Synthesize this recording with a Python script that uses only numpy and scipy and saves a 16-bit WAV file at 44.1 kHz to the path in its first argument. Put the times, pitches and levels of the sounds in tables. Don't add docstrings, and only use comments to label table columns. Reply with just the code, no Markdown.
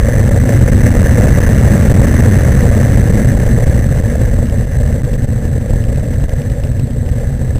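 import sys
import numpy as np
from scipy import signal
from scipy.fft import rfft, irfft, next_fast_len
from scipy.io import wavfile
from scipy.ndimage import uniform_filter1d

SR = 44100
rng = np.random.default_rng(int(sys.argv[2]) if len(sys.argv) > 2 else 0)


def convert_level_to_amplitude(level_db):
    exponent = np.asarray(level_db, float) / 20
    return 10 ** exponent


def log_audio(samples):
    frames = np.atleast_2d(samples).T
    limited = np.clip(frames, -1, 1)
    pcm = np.round(limited * 32767).astype(np.int16)
    wavfile.write(sys.argv[1], SR, pcm)


N = 334719
CRUISE_DB = -30


def evened(x):
    return x / np.sqrt(np.mean(x ** 2) + 1e-20)


def coloured(points):
    hz, db = np.transpose(points)
    size = next_fast_len(N)
    bins = np.fft.rfftfreq(size, 1 / SR)
    shape = convert_level_to_amplitude(np.interp(np.log(bins + 1), np.log(hz + 1), db))
    white = rfft(rng.standard_normal(size))
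    return evened(irfft(white * shape, size)[:N])


def gusts(hz, depth_db):
    wander = coloured([(0, 0), (hz, -3), (4 * hz, -24), (SR / 2, -120)])
    return evened(convert_level_to_amplitude(depth_db * wander))


def ringing(modes):
    out = np.zeros(N)
    for hz, width, db in modes:
        b, a = signal.iirpeak(hz, hz / width, SR)
        once = signal.lfilter(b, a, rng.standard_normal(N))
        out += convert_level_to_amplitude(db) * evened(signal.lfilter(b, a, once))
    return out


def airflow():
    # t/s, pressure level at the port/dB, cross-flow level from yaw/dB
    flow = [(0, -30.5, -2), (.4, -30.5, 0), (.65, -29.5, 1), (1.0, -27.5, -0.5), (1.6, -27.5, -1),
            (2.2, -27, 1), (2.65, -28.5, -2), (3.0, -29.5, 1), (3.399, -32, 0), (3.9, -34, -1),
            (4.4, -36.5, -.5), (5.0, -39, -0.5), (5.6, -41, 0.5), (6.2, -41, 0), (6.6, -41.5, -0.5),
            (6.95, -46, 3.5), (7.2, -41, -0.5), (7.59, -42.5, 0)]
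    s, port_db, yaw_db = np.transpose(flow)
    t = np.arange(N) / SR
    return np.interp(t, s, port_db), np.interp(t, s, yaw_db)


def buffeting():
    # f/Hz, level per Hz/dB
    eddies = [(3, -18.5), (12, -8), (30, -3.5), (80, -2.5), (140, -8), (162, -26), (330, -41), (900, -52.5),
              (1300, -53.5), (2400, -64), (4000, -67), (9000, -80)]
    # f/Hz, bandwidth/Hz, level/dB
    tube = [(118.4, 39, -6.5), (234.5, 45, -17.5)]
    return evened(coloured(eddies) + ringing(tube) * gusts(hz=8, depth_db=1.0))


def hood_wake(port_db, yaw_db):
    # f/Hz, bandwidth/Hz, level/dB
    vortices = [(225.7, 56, 0.5), (186.7, 45, 0), (297.4, 150, -10)]
    excess_db = port_db - CRUISE_DB
    flank_gain = convert_level_to_amplitude(0.38 * excess_db)
    shed = 0.6 * (ringing(vortices[:1]) + flank_gain * ringing(vortices[1:]))
    drive_db = 0.65 * excess_db + 1.2 * yaw_db
    return convert_level_to_amplitude(1.3 * drive_db - 11.5) * shed * gusts(hz=9.3, depth_db=1.5)


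def camera_bay(port_db, yaw_db):
    # f/Hz, bandwidth/Hz, level/dB
    cavity = [(481.9, 41, -4), (453, 110, -3.5), (546.7, 130, 0), (737, 200, -12.5)]
    bay_db = -21.5 + 0.6 * (port_db - CRUISE_DB) - 0.8 * yaw_db
    return convert_level_to_amplitude(bay_db + 3.5) * evened(ringing(cavity)) * gusts(hz=39.0, depth_db=2.5)


def microphone_port(port_db):
    # f/Hz, bandwidth/Hz, level/dB
    orifice = [(1729, 390, 0.5), (2012, 300, -6.5), (2776, 490, -16.5)]
    return convert_level_to_amplitude(port_db + 5.0) * evened(ringing(orifice)) * gusts(hz=62.7, depth_db=1.5)


def fine_turbulence(port_db, buffet):
    # f/Hz, bandwidth/Hz, level/dB
    fine = [(2723, 330, -4), (1162, 800, 10), (3580, 2000, -1)]
    on_crests = evened(convert_level_to_amplitude(3.2 * np.clip(buffet, -3, 3)))
    level = convert_level_to_amplitude(1.25 * (port_db + 31.5) - 35.0)
    return level * evened(ringing(fine)) * on_crests * gusts(hz=146, depth_db=1.5)


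def slipstream():
    port_db, yaw_db = airflow()
    buffet = buffeting()
    flow_db = -8 + 0.4 * (port_db - CRUISE_DB) + 0.6 * yaw_db
    pressure_db = 1.3 * (flow_db + 11) - 6.0
    cavities = camera_bay(port_db, yaw_db) + microphone_port(port_db)
    shared_gust = gusts(hz=19, depth_db=1.0)
    return (convert_level_to_amplitude(pressure_db) * buffet + hood_wake(port_db, yaw_db) + shared_gust * cavities
            + fine_turbulence(port_db, buffet))


def small_slaps():
    burnout_s, slaps_per_s, slots = 3.45, 26, 160
    gap, size, push = rng.standard_normal((slots, 3)).T
    s = burnout_s + np.cumsum(np.exp(0.6 * gap - 0.18)) / slaps_per_s
    rows = np.transpose([s, -35.5 + 4.5 * size, -18.5 + 2.5 * push])
    return list(rows[s < N / SR])


def slaps():
    # t/s, crackle level/dB, push level/dB
    strongest = [(0.029, -31, -5), (3.468, -28, -4), (3.5114, -23, -2.5), (3.668, -30, 1.5),
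                 (3.792, -28, -5), (3.987, -28, -2), (4.1485, -33, -13), (4.2156, -31, 0.5),
                 (4.354, -38, -5), (4.3894, -36, 2), (4.594, -34, -7), (4.9265, -32, -3.5),
                 (5.134, -38, -3), (5.2205, -33, -6), (5.453, -30, -0.5), (5.7069, -33, -3),
                 (5.7357, -39, -1.5), (5.7582, -33, -1), (5.8885, -34, -11), (5.9454, -38, -13),
                 (5.9806, -35, -4), (6.0407, -38, -9), (6.1389, -29, -8), (6.2398, -29, -1.5),
                 (6.3759, -34, -11), (6.6363, -25, -5), (6.7961, -26, -3.5), (6.907, -30, -8),
                 (7.062, -35, -6), (7.5572, -28, 0)]
    out = np.zeros(N + SR)
    t = np.arange(900) / SR
    b, a = signal.iirpeak(2700, 5.5, SR)
    for s, crackle_db, push_db in list(strongest) + small_slaps():
        noise = rng.standard_normal(len(t))
        push = convert_level_to_amplitude(push_db + 3) * (t / 0.002) * np.exp(1 - t / 0.0023)
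        rung = signal.lfilter(b, a, noise) + 0.12 * noise
        crackle = convert_level_to_amplitude(crackle_db + 11) * rung * np.exp(-t / 0.0033)
        out[round(s * SR):][:len(t)] += push + crackle
    return out[:N]


def pockets():
    # t at the middle/s, half length/s, depth/dB
    dips = [(0.04, 0.0039, -11), (0.107, 0.0096, -9), (0.166, 0.0036, -2.5), (0.305, 0.0044, -5.5),
            (0.788, 0.0099, -7), (0.912, .003, -4), (0.933, 0.0041, 0), (1.204, 0.0025, -3),
            (1.281, 0.0023, -4), (1.399, 0.005, -2.5), (1.44, 0.0031, -10), (1.93, 0.0073, 0),
            (3.655, 0.005, -7.5), (4.022, 0.01, -4.5), (4.662, 0.007, -4.5), (5.026, 0.015, -5.5),
            (5.089, 0.0047, -22), (5.173, 0.0065, -1.5), (5.265, 0.012, -7), (6.274, 0.013, -5.5),
            (7.383, 0.0075, -12)]
    t = np.arange(N) / SR
    return -sum(convert_level_to_amplitude(db + 5.5) * np.exp(-((t - s) / half) ** 4) for s, half, db in dips)


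def scene():
    return (slipstream() + slaps() + pockets())[None]


def capsule(p, bias=0.28, knee=0.45, ceiling=2.08, corner=3.5):
    opened = knee * np.logaddexp(0, (p + bias) / knee)
    return opened / (1 + (opened / ceiling) ** corner) ** (1 / corner)


def slow_converter(x, edge_hz):
    holds_per_s, steps = 8000, 128
    coarse = np.round(x * steps) / steps
    slot = np.floor(np.arange(N) * holds_per_s / SR)
    held = coarse[:, np.ceil(slot * SR / holds_per_s).astype(int)]
    low_pass = signal.firwin(511, edge_hz, window=("kaiser", 8), fs=SR)
    return signal.oaconvolve(held, low_pass[None], "same")


def thinned(x, edge_hz, above_hz=10500):
    hz, _, z = signal.stft(x, SR, nperseg=1024)
    power = uniform_filter1d(abs(z) ** 2, size=3, axis=-1)
    fizz = power[:, (hz > 5000) & (hz < above_hz)].mean(axis=1, keepdims=True)
    patch = uniform_filter1d(power, size=9, axis=-2)
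    hz = hz[:, None]
    bar = fizz * convert_level_to_amplitude(2 * (-12.3 - 4.8 * (hz < 12400)))
    faint = (patch < bar) & (hz > above_hz) & (hz < edge_hz)
    return signal.istft(z * ~faint, SR, nperseg=1024)[1][:, :N]


def top_cut(x):
    return signal.sosfilt(signal.butter(12, 16190, fs=SR, output="sos"), x)


def record(dry):
    edge_hz = 15460
    coupled = signal.lfilter(*signal.butter(1, 30, "high", fs=SR), capsule(dry) - 0.5)
    hiss = convert_level_to_amplitude(-62.0) * rng.standard_normal(N)
    clipped = np.clip(convert_level_to_amplitude(-0.02) * coupled + hiss, -1, 1)
    limited = slow_converter(clipped, edge_hz)
    mix = np.clip(thinned(limited, edge_hz), -1, 1)
    return top_cut(mix)


dry = scene()
out = record(dry)
log_audio(out)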